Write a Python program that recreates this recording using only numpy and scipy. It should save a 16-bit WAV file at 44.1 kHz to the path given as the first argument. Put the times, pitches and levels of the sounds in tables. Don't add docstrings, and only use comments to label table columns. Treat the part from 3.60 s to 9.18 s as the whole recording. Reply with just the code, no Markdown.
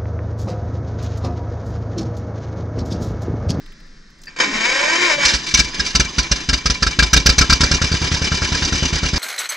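import sys
import numpy as np
from scipy import signal
from scipy.fft import rfft, irfft, next_fast_len
from scipy.io import wavfile
from scipy.ndimage import uniform_filter1d

SR = 44100
rng = np.random.default_rng(int(sys.argv[2]) if len(sys.argv) > 2 else 0)


def file_out(sig):
    cols = np.atleast_2d(sig).T
    lim = np.clip(cols, -1, 1)
    pcm = np.round(lim * 32767).astype(np.int16)
    wavfile.write(sys.argv[1], SR, pcm)


N = 246122
T = np.arange(N) / SR
HZ = np.fft.rfftfreq(next_fast_len(N + SR // 4), 1 / SR)
LONG = 2 * (len(HZ) - 1)

# start_s [s], thump_db [dB], hiss_db [dB]
FIRST_BANG = (1.6497, -20, -5.5)
# start_s [s], first_db [dB], second_db [dB]
CATCHING_CYCLES = [(1.7386, -14, -50), (1.94, -14, -9.5), (2.143, -48, -17), (2.3502, -10.5, -7.5),
                   (2.538, -50, -9), (2.7143, -9, -50), (2.888, -9.5, -10), (3.057, -11, -10),
                   (3.2236, -11.5, -11), (3.3889, -8, -7), (3.5311, -6.5, -5), (3.66, -6.5, -5),
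                   (3.7815, -6, -5), (3.8967, -6.5, -5), (4.0064, -8.5, -6), (4.1124, -8.5, -8)]
# time_s [s], first_db [dB], second_db [dB]
IDLE_STRENGTH = [(4.2, -10.5, -10), (4.4, -13.5, -14), (4.9, -10, -15.5), (5.58, -9.5, -12)]
IDLE_SPREAD_DB = 0.5
IDLE_S, IDLE_CYCLE_S, SLOWING_S = 4.2158, .0999, .00024
SECOND_LAG = .252
# time_s [s], charge [0 to 1], first_hiss_over_thump_db [dB], second_hiss_over_thump_db [dB]
THROTTLE = [(1.74, 1, -4.5, -1), (1.95, 1, 7, 0.5), (2.8, 1, -2.5, -1.5), (3.6, 1, 1.1, -3),
            (3.9, 1, -0.5, -5), (4.1, 0.75, -2.5, -8), (4.3, 0.06, -7, -5.5), (4.8, 0.41, -10.5, -2),
            (5.58, 0.82, -12, -6.5)]
# first_db [dB], second_db [dB]
KNOCK_RACING_DB = (1.5, -1.5)
KNOCK_IDLING_DB = (-3.5, -24)
KNOCK_SPREAD_DB, KNOCK_LIMIT_DB = 2.5, 3
# spike_width_s [s], ring_hz [Hz], early_extra_turns [turns],
# ring_life_s [s], overtone_hz [Hz], overtone_share [gain], overtone_life_s [s]
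FULL_CHARGE = (.0042, 52.5, 0, .023, 133, -.65, .008)
LIGHT_CHARGE = (.0011, 65.6, .067, .02, 174, .55, .013)
# pitch_hz [Hz], level_db [dB], t60_s [s]
SHELL = [(1240, -12, 0.031), (1380, -4, 0.042), (1592, -8, 0.059)]
# pitch_hz [Hz], level_db [dB], t60_s [s]
RAIN_CAP = [(2327, 1.5, 0.095), (1011, -15.5, 0.26), (4880, -30, 0.05), (6400, -35, 0.02)]
CHATTER_DB = -8
# start_s [s], level_db [dB], t60_s [s]
PUFFS = [(1.677, -12.5, 0.21), (1.732, -17.5, 0.18), (1.864, -16.5, 0.065), (1.884, -18, 0.073),
         (1.909, -22, 0.086), (1.969, -11.5, 0.16), (2.143, -19.5, 0.057), (2.26, -17, 0.12),
         (2.3, -25, 0.093), (2.756, -17.5, 0.063), (2.801, -24.5, 0.051)]
# pitch_hz [Hz], relative_level_db [dB per Hz]
JET = [(250, -46), (400, -13.5), (740, -13.5), (1170, -8.5), (2020, -1), (3380, 0.5), (4480, 5),
       (6100, -1.5), (7650, -8), (7900, -13), (10000, -21.5), (15900, -60)]
# pitch_hz [Hz], width_hz [Hz], relative_level_db [dB]
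MUFFLER = [(1010, 53, -9.5), (1323, 26, -3.5), (1630, 79, -2), (2333, 73, -3), (2830, 46, -3),
           (3716, 46, -2.5), (4200, 8.9, -8), (4660, 67, 0), (5136, 97, 2), (5910, 230, -1.5),
           (7770, 64, -15)]

# time_s [s], level_db [dB]
CLATTER = [(1.55, -35), (2.1, -32), (3.2, -35), (3.9, -28.5), (4.96, -27), (5.58, -28.5)]
CLATTER_LIFT_DB = 1.5
LULL_DB = -4
# pitch_hz [Hz], relative_level_db [dB per Hz]
GEAR = [(76, -46), (130, -1), (290, -2), (580, -12.5), (1150, -19.5), (2300, -11), (3700, -7.5),
        (4700, -11.5), (6000, -9), (7650, -21.5), (7900, -27), (10000, -37.5), (15900, -94)]
# pitch_hz [Hz], width_hz [Hz], relative_level_db [dB]
BLOCK = [(1000, 162, -2.5), (1418, 32, -23), (1724, 410, -3.5), (2330, 75, 2.5), (2947, 71, 2.5),
         (3600, 82, -7.5), (4790, 66, 2.5), (5030, 33, 6), (6200, 150, -3)]

# time_s [s], level_db [dB]
GRIND_LEVEL = [(0.821, -19), (.88, -28.5), (.98, -22.5), (1.1, -19.5), (1.53, -16.5), (1.57, -29),
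               (1.636, -16), (1.72, -24), (1.77, -36)]
# time_s [s], tooth_rate_hz [Hz]
TEETH = [(.82, 200), (1.03, 222), (1.07, 245), (1.22, 287), (1.3, 313), (1.39, 353), (1.46, 357),
         (1.52, 296), (1.62, 285)]
# pitch_hz [Hz], level_db [dB]
WHINE = [(200, -31), (235, -39), (265, -49), (315, -55), (352, -24), (400, -33.5), (465, -42), (500, -24.5),
         (610, -26), (710, -38)]
CLEAN_STRIKES = 0.53
UNLOAD_S, UNLOAD_DB = 1.6, -19
# pitch_hz [Hz], relative_level_db [dB per Hz]
GRIND = [(71, -63), (120, -21.5), (250, -13.5), (500, -12), (810, -10), (1230, -7.5), (2300, -3.5),
         (5010, -15.5), (7650, -18.5), (7900, -25), (10000, -34), (15900, -103)]
# pitch_hz [Hz], width_hz [Hz], relative_level_db [dB]
HOUSING = [(344, 25, -10.5), (539, 65, -12), (1023, 66, -8), (1590, 57, -8.5), (1840, 74, -6.5),
           (2293, 117, -3), (3073, 65, -11.5), (3810, 180, -18), (4656, 48, -11), (5080, 92, -9.5),
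           (5540, 110, -14), (6110, 70, -17.5), (6570, 110, -15), (7500, 160, -32)]
# start_s [s],
# level_db [dB], t60_s [s]
KNOCKS = [(0.677, -39.5, 0.4), (0.762, -29, .18), (.786, -21, 0.11), (.8, -9, 0.12), (.814, -19, 0.084),
          (0.833, -22.5, 0.18)]
GROAN_S, GROAN_HZ, SAG_HZ_PER_S, LOW_HZ = .8, 351, 760, 211
GROAN_DB, HOLD_S, FADE_DB_PER_S = -31.5, 0.13, 109

# start_s [s], level_db [dB], pitch_hz [Hz]
TICKS = [(.06, -42.5, 2790), (.12, -43, 2640), (.2, -49, 2540), (.265, -55, 1540), (0.501, -52, 2460),
         (.585, -55, 5800), (.615, -44, 6600), (0.634, -38, 5100), (.655, -43, 5530)]
# start_s [s], level_db [dB]
SWITCH_STEPS = [(0.67, -31.5), (0.679, -28)]
# pitch_hz [Hz], level_db [dB], t60_s [s]
SWITCH = [(1660, -4, 0.028), (1793, 1.5, 0.04), (2600, -5, .04), (4720, 1, 0.053)]

# pitch_hz [Hz], relative_level_db [dB per Hz]
FIELD = [(12, -26), (20, -0.5), (45, -24), (75, -29), (105, -56), (135, -23), (200, -25), (400, -35.5),
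         (800, -46.5), (1200, -39.5), (1800, -33.5), (2800, -45.5), (5200, -38.5), (7600, -54),
         (10000, -68), (15900, -100)]
FIELD_DB, GUST_DB, GUST_S = -43, 4.5, 0.19

# pitch_hz [Hz], likeness [0 to 1]
LIKENESS = [(60, 1), (200, 0.99), (350, .99), (480, 0.64), (1000, 0.71), (2500, 0.73), (4500, 0.89),
            (8000, 1), (12000, 0.66)]
# pitch_hz [Hz], left_minus_right_db [dB]
BIAS = [(170, 0), (300, .5), (600, -1.5), (850, -1.5), (1450, 2.5), (2470, 2.5), (4200, -1.5), (7150, -1)]
# pitch_hz [Hz], left_lead_rad [radians]
LEAD = [(100, 0), (340, .1), (600, 1.3), (950, .5), (1210, .6), (1460, -.4), (1850, -.2), (2150, -.9),
        (3450, -1.5), (3750, .5), (4150, 1.2), (4480, 0)]
ECHO_FLIPS_PER_S = 4.3
EDGE_HZ = 15800


def exhaust():
    low, jet, chuff, metal = np.zeros((4, N))
    rows = firings()
    lucks = rng.standard_normal((len(rows), 14))
    throttle_s, charges = np.transpose(THROTTLE)[:2]
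    for (s, thump_db, hiss_db, knock_db, second, gap), luck in zip(rows, lucks):
        charge = np.clip(np.interp(s, throttle_s, charges), 0, 1)
        add(low, s - .005, amp(thump_db) * thump(charge))
        add(jet, s - .0005, amp(hiss_db) * burst(.0015, .01, .06))
        add(metal, s + 0.001017, amp(knock_db) * rings(SHELL, 0.021 * luck[:3]))
        cap_db = .5 * hiss_db - 16.5 + 2.5 * luck[3]
        add(metal, s + 0.0068, amp(cap_db) * rings(RAIN_CAP, 0.011 * luck[4:8]))
        if second and thump_db > -40:
            add(chuff, s + 0.99 * gap, amp(-20.5) * burst(0.0072, 0.0065, 0.052))
            add(low, s + 1.02 * gap, amp(thump_db - 14) * thump(0.58))
            drop_db = -23.5 + 1.5 * luck[8]
            add(metal, s + 1.3 * gap, amp(drop_db) * rings(RAIN_CAP, 0.0037 * luck[9:13]))
    for s, db, t60 in PUFFS:
        add(chuff, s, amp(db) * burst(0.0059, 0.0028, t60))
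        add(metal, s, amp(db + CHATTER_DB) * rings(RAIN_CAP, np.zeros(len(RAIN_CAP))))
    hiss = coloured(jet * rng.standard_normal(N) * flutter(40, .8), JET, [], 0)
    muffled = parts(jet + chuff, MUFFLER, 4.24)
    breath = coloured(chuff * rng.standard_normal(N) * flutter(40, 1.1), JET, [], 0)
    ragged = signal.lfilter(*signal.butter(2, 500, fs=SR), low * rng.standard_normal(N))
    metal *= flutter(150, 3)
    return low + 1.65 * ragged + 0.58 * hiss + 0.26 * muffled + breath + metal


def firings():
    k = np.arange(int((N / SR - IDLE_S) / IDLE_CYCLE_S) + 2)
    idle_s = IDLE_S + IDLE_CYCLE_S * k + .5 * SLOWING_S * k * (k - 1)
    time_s, *levels = np.transpose(IDLE_STRENGTH)
    idle = np.transpose([idle_s] + [np.interp(idle_s, time_s, level) for level in levels])
    idle[:, 1:] += IDLE_SPREAD_DB * rng.standard_normal((len(k), 2))
    cycles = np.vstack([CATCHING_CYCLES, idle])
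    throttle = np.transpose(THROTTLE)
    rows = [FIRST_BANG + (FIRST_BANG[1], 0, 0)]
    lucks = rng.standard_normal((len(cycles), 2))
    for (start, *dbs), after, luck in zip(cycles, cycles[1:, 0], lucks):
        gap = SECOND_LAG * (after - start)
        knocks_db = KNOCK_RACING_DB if start < IDLE_S else KNOCK_IDLING_DB
        for c in (0, 1):
            hiss_db = dbs[c] + np.interp(start, throttle[0], throttle[2 + c])
            knock_db = dbs[c] + min(knocks_db[c] + KNOCK_SPREAD_DB * luck[c], KNOCK_LIMIT_DB)
            rows.append((start + c * gap, dbs[c], hiss_db, knock_db, c, gap))
    return rows


def thump(charge):
    return charge * column(*FULL_CHARGE) + (1 - charge) * column(*LIGHT_CHARGE)


def column(width, hz, early, life, over_hz, share, over_life):
    t = T[:SR // 8] - .005
    after = np.maximum(t, 0)
    spike = np.where(t < 0, np.exp(t / .0009), np.exp(-(t / width) ** 2))
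    turns = hz * after + early * (1 - np.exp(-after / .003))
    fade = 0.88 * np.exp(-(after / life) ** 2) + 0.11 * np.exp(-after / 0.088)
    ring = -np.sin(2 * np.pi * turns) * fade
    throat = 0.11 * np.sin(2 * np.pi * 270 * after) * np.exp(-after / 0.026)
    overtone = share * np.sin(2 * np.pi * over_hz * after) * np.exp(-after / over_life)
    return spike + ring + throat + overtone


def running_gear():
    s, db = np.transpose(CLATTER)
    lull_db = LULL_DB * np.exp(-((crank() % 1 - .88) / 0.14) ** 2)
    level = amp(np.interp(T, s, db, left=-120) + CLATTER_LIFT_DB + lull_db)
    hits = rng.random(N) < 2500 / SR
    taps = hits * amp(6.2 * np.minimum(rng.exponential(1, N), 4.5)) * rng.choice([-1, 1], N)
    raw = (evened(taps) * 0.31 + rng.standard_normal(N)) * flutter(500, 2.05)
    wash = coloured(raw, GEAR, [], 0)
    return wash * level + 0.29 * parts(level, BLOCK, 3.1)


def crank():
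    starts = [s for s, *_, second, gap in firings() if gap and not second]
    return np.interp(T, starts, np.arange(len(starts)))


def starter():
    s, db = np.transpose(GRIND_LEVEL)
    hz = np.interp(T, *np.transpose(TEETH))
    turns = np.cumsum(hz) / SR
    on = np.clip((T - s[0]) / 0.022, 0, 1) * np.clip((s[-1] - T) / 0.011, 0, 1)
    load = amp(UNLOAD_DB * np.clip((T - UNLOAD_S) / 0.031, 0, 1))
    whine = load * sum(amp(read(WHINE, k * hz)) * np.sin(2 * np.pi * k * turns) for k in (1, 2))
    teeth = evened(sum(np.cos(2 * np.pi * k * turns + k * k / 8) for k in range(3, 40)))
    scrape = rng.standard_normal(N) * flutter(300, 1.27)
    strikes = on * amp(np.interp(T, s, db)) * (CLEAN_STRIKES * flutter(900, 2.2) * teeth + scrape)
    knocks = np.zeros(N)
    for start, knock_db, t60 in KNOCKS:
        add(knocks, start, amp(knock_db) * burst(0.0012, 0.0022, t60))
    grind = coloured(strikes + knocks * rng.standard_normal(N), GRIND, HOUSING, 9.3)
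    return on * whine * flutter(250, 3.2) + grind


def groan():
    t = np.maximum(T - GROAN_S, 0)
    turns = np.cumsum(np.maximum(GROAN_HZ - SAG_HZ_PER_S * t, LOW_HZ)) / SR
    level = np.clip(t / .02, 0, 1) * amp(GROAN_DB - FADE_DB_PER_S * np.maximum(t - HOLD_S, 0))
    return level * np.sin(2 * np.pi * turns) * flutter(320, 4.9)


def controls():
    out, t = np.zeros(N), T[:900]
    for s, db, hz in TICKS:
        buzz = uniform_filter1d(rng.standard_normal(900), 12) * np.sin(2 * np.pi * hz * t)
        add(out, s, amp(db) * evened(buzz) * burst(0.0015, 0.0017, 0.044)[:900])
    for s, db in SWITCH_STEPS:
        add(out, s, amp(db) * rings(SWITCH, np.zeros(4)) * flutter(60, 3.5)[:SR // 6])
    return out


def field():
    level = amp(FIELD_DB + GUST_DB * np.exp(-T / GUST_S))
    return level * coloured(rng.standard_normal(N) * flutter(3000, 0.3), FIELD, [], 0)


def rings(modes, detune):
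    t = T[:SR // 6]
    soft = 1 - np.exp(-t / .0015)
    tones = (amp(db - 60 * t / t60) * np.sin(2 * np.pi * hz * (1 + d) * t)
             for (hz, db, t60), d in zip(modes, detune))
    return soft * sum(tones)


def parts(drive, peaks, depth_db):
    out = np.zeros(N)
    for hz, width, db in peaks:
        r = np.exp(-np.pi * width / SR)
        stir = drive * rng.standard_normal(N) * flutter(700, depth_db)
        poles = [1, -2 * r * np.cos(2 * np.pi * hz / SR), r * r]
        ringing = signal.lfilter([1, 0, -1], poles, stir)
        out += amp(db) * np.sqrt(1 - r) * ringing * np.sqrt(width / 100)
    return signal.sosfilt(signal.butter(6, 7400, fs=SR, output="sos"), out)


def coloured(x, spectrum, peaks, lift_db):
    bumps = sum(amp(db - read(spectrum, f)) / (1 + 2j * (HZ - f) / width) for f, width, db in peaks)
    gain = amp(read(spectrum, HZ)) * (1 + amp(lift_db) * bumps)
    return irfft(rfft(x, LONG) * gain / np.sqrt(np.mean(abs(gain) ** 2)), LONG)[:N]


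def flutter(size, depth_db):
    smooth = uniform_filter1d(uniform_filter1d(rng.standard_normal(N), size), size)
    return amp(depth_db * evened(smooth))


def burst(rise, hold, t60):
    t = T[:SR // 5]
    return (1 - np.exp(-t / rise)) * amp(-60 * np.maximum(t - hold, 0) / t60)


def amp(db):
    return 10 ** (np.asarray(db) / 20)


def evened(x):
    return x / np.sqrt(np.mean(x ** 2) + 1e-20)


def read(points, hz):
    f, value = np.transpose(points)
    return np.interp(np.log(hz + 1), np.log(f + 1), value)


def add(mix, s, sound):
    part = mix[round(s * SR):][:len(sound)]
    part += sound[:len(part)]


def scene():
    same = np.clip(read(LIKENESS, HZ), 0, 1)
    tilt = amp(read(BIAS, HZ) / 2) * np.exp(.5j * read(LEAD, HZ))
    common = apart = 0
    for source in (exhaust(), running_gear(), starter() + groan() + controls(), field()):
        common = common + rfft(source, LONG)
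        for k in range(4):
            scatter = rng.standard_normal(6000) * amp(-60 * T[:6000] / 0.057)
            echo = rfft(scatter / np.linalg.norm(scatter), LONG)
            turn = np.cos(np.pi * (ECHO_FLIPS_PER_S * T + k / 4)) / np.sqrt(2)
            apart = apart + rfft(source * turn, LONG) * echo
    common = np.sqrt((1 + same) / 2) * common
    apart = np.sqrt((1 - same) / 2) * apart
    left, right = (common + apart) * tilt, (common - apart) / tilt
    return irfft(np.array([left, right]), LONG)[:, :N]


def record(dry):
    clipped = np.clip(dry, -1, 1)
    lowpass = signal.firwin(511, EDGE_HZ, window=("kaiser", 9), fs=SR)
    return signal.oaconvolve(clipped, lowpass[None], "same")


dry = scene()
out = record(dry)
file_out(out)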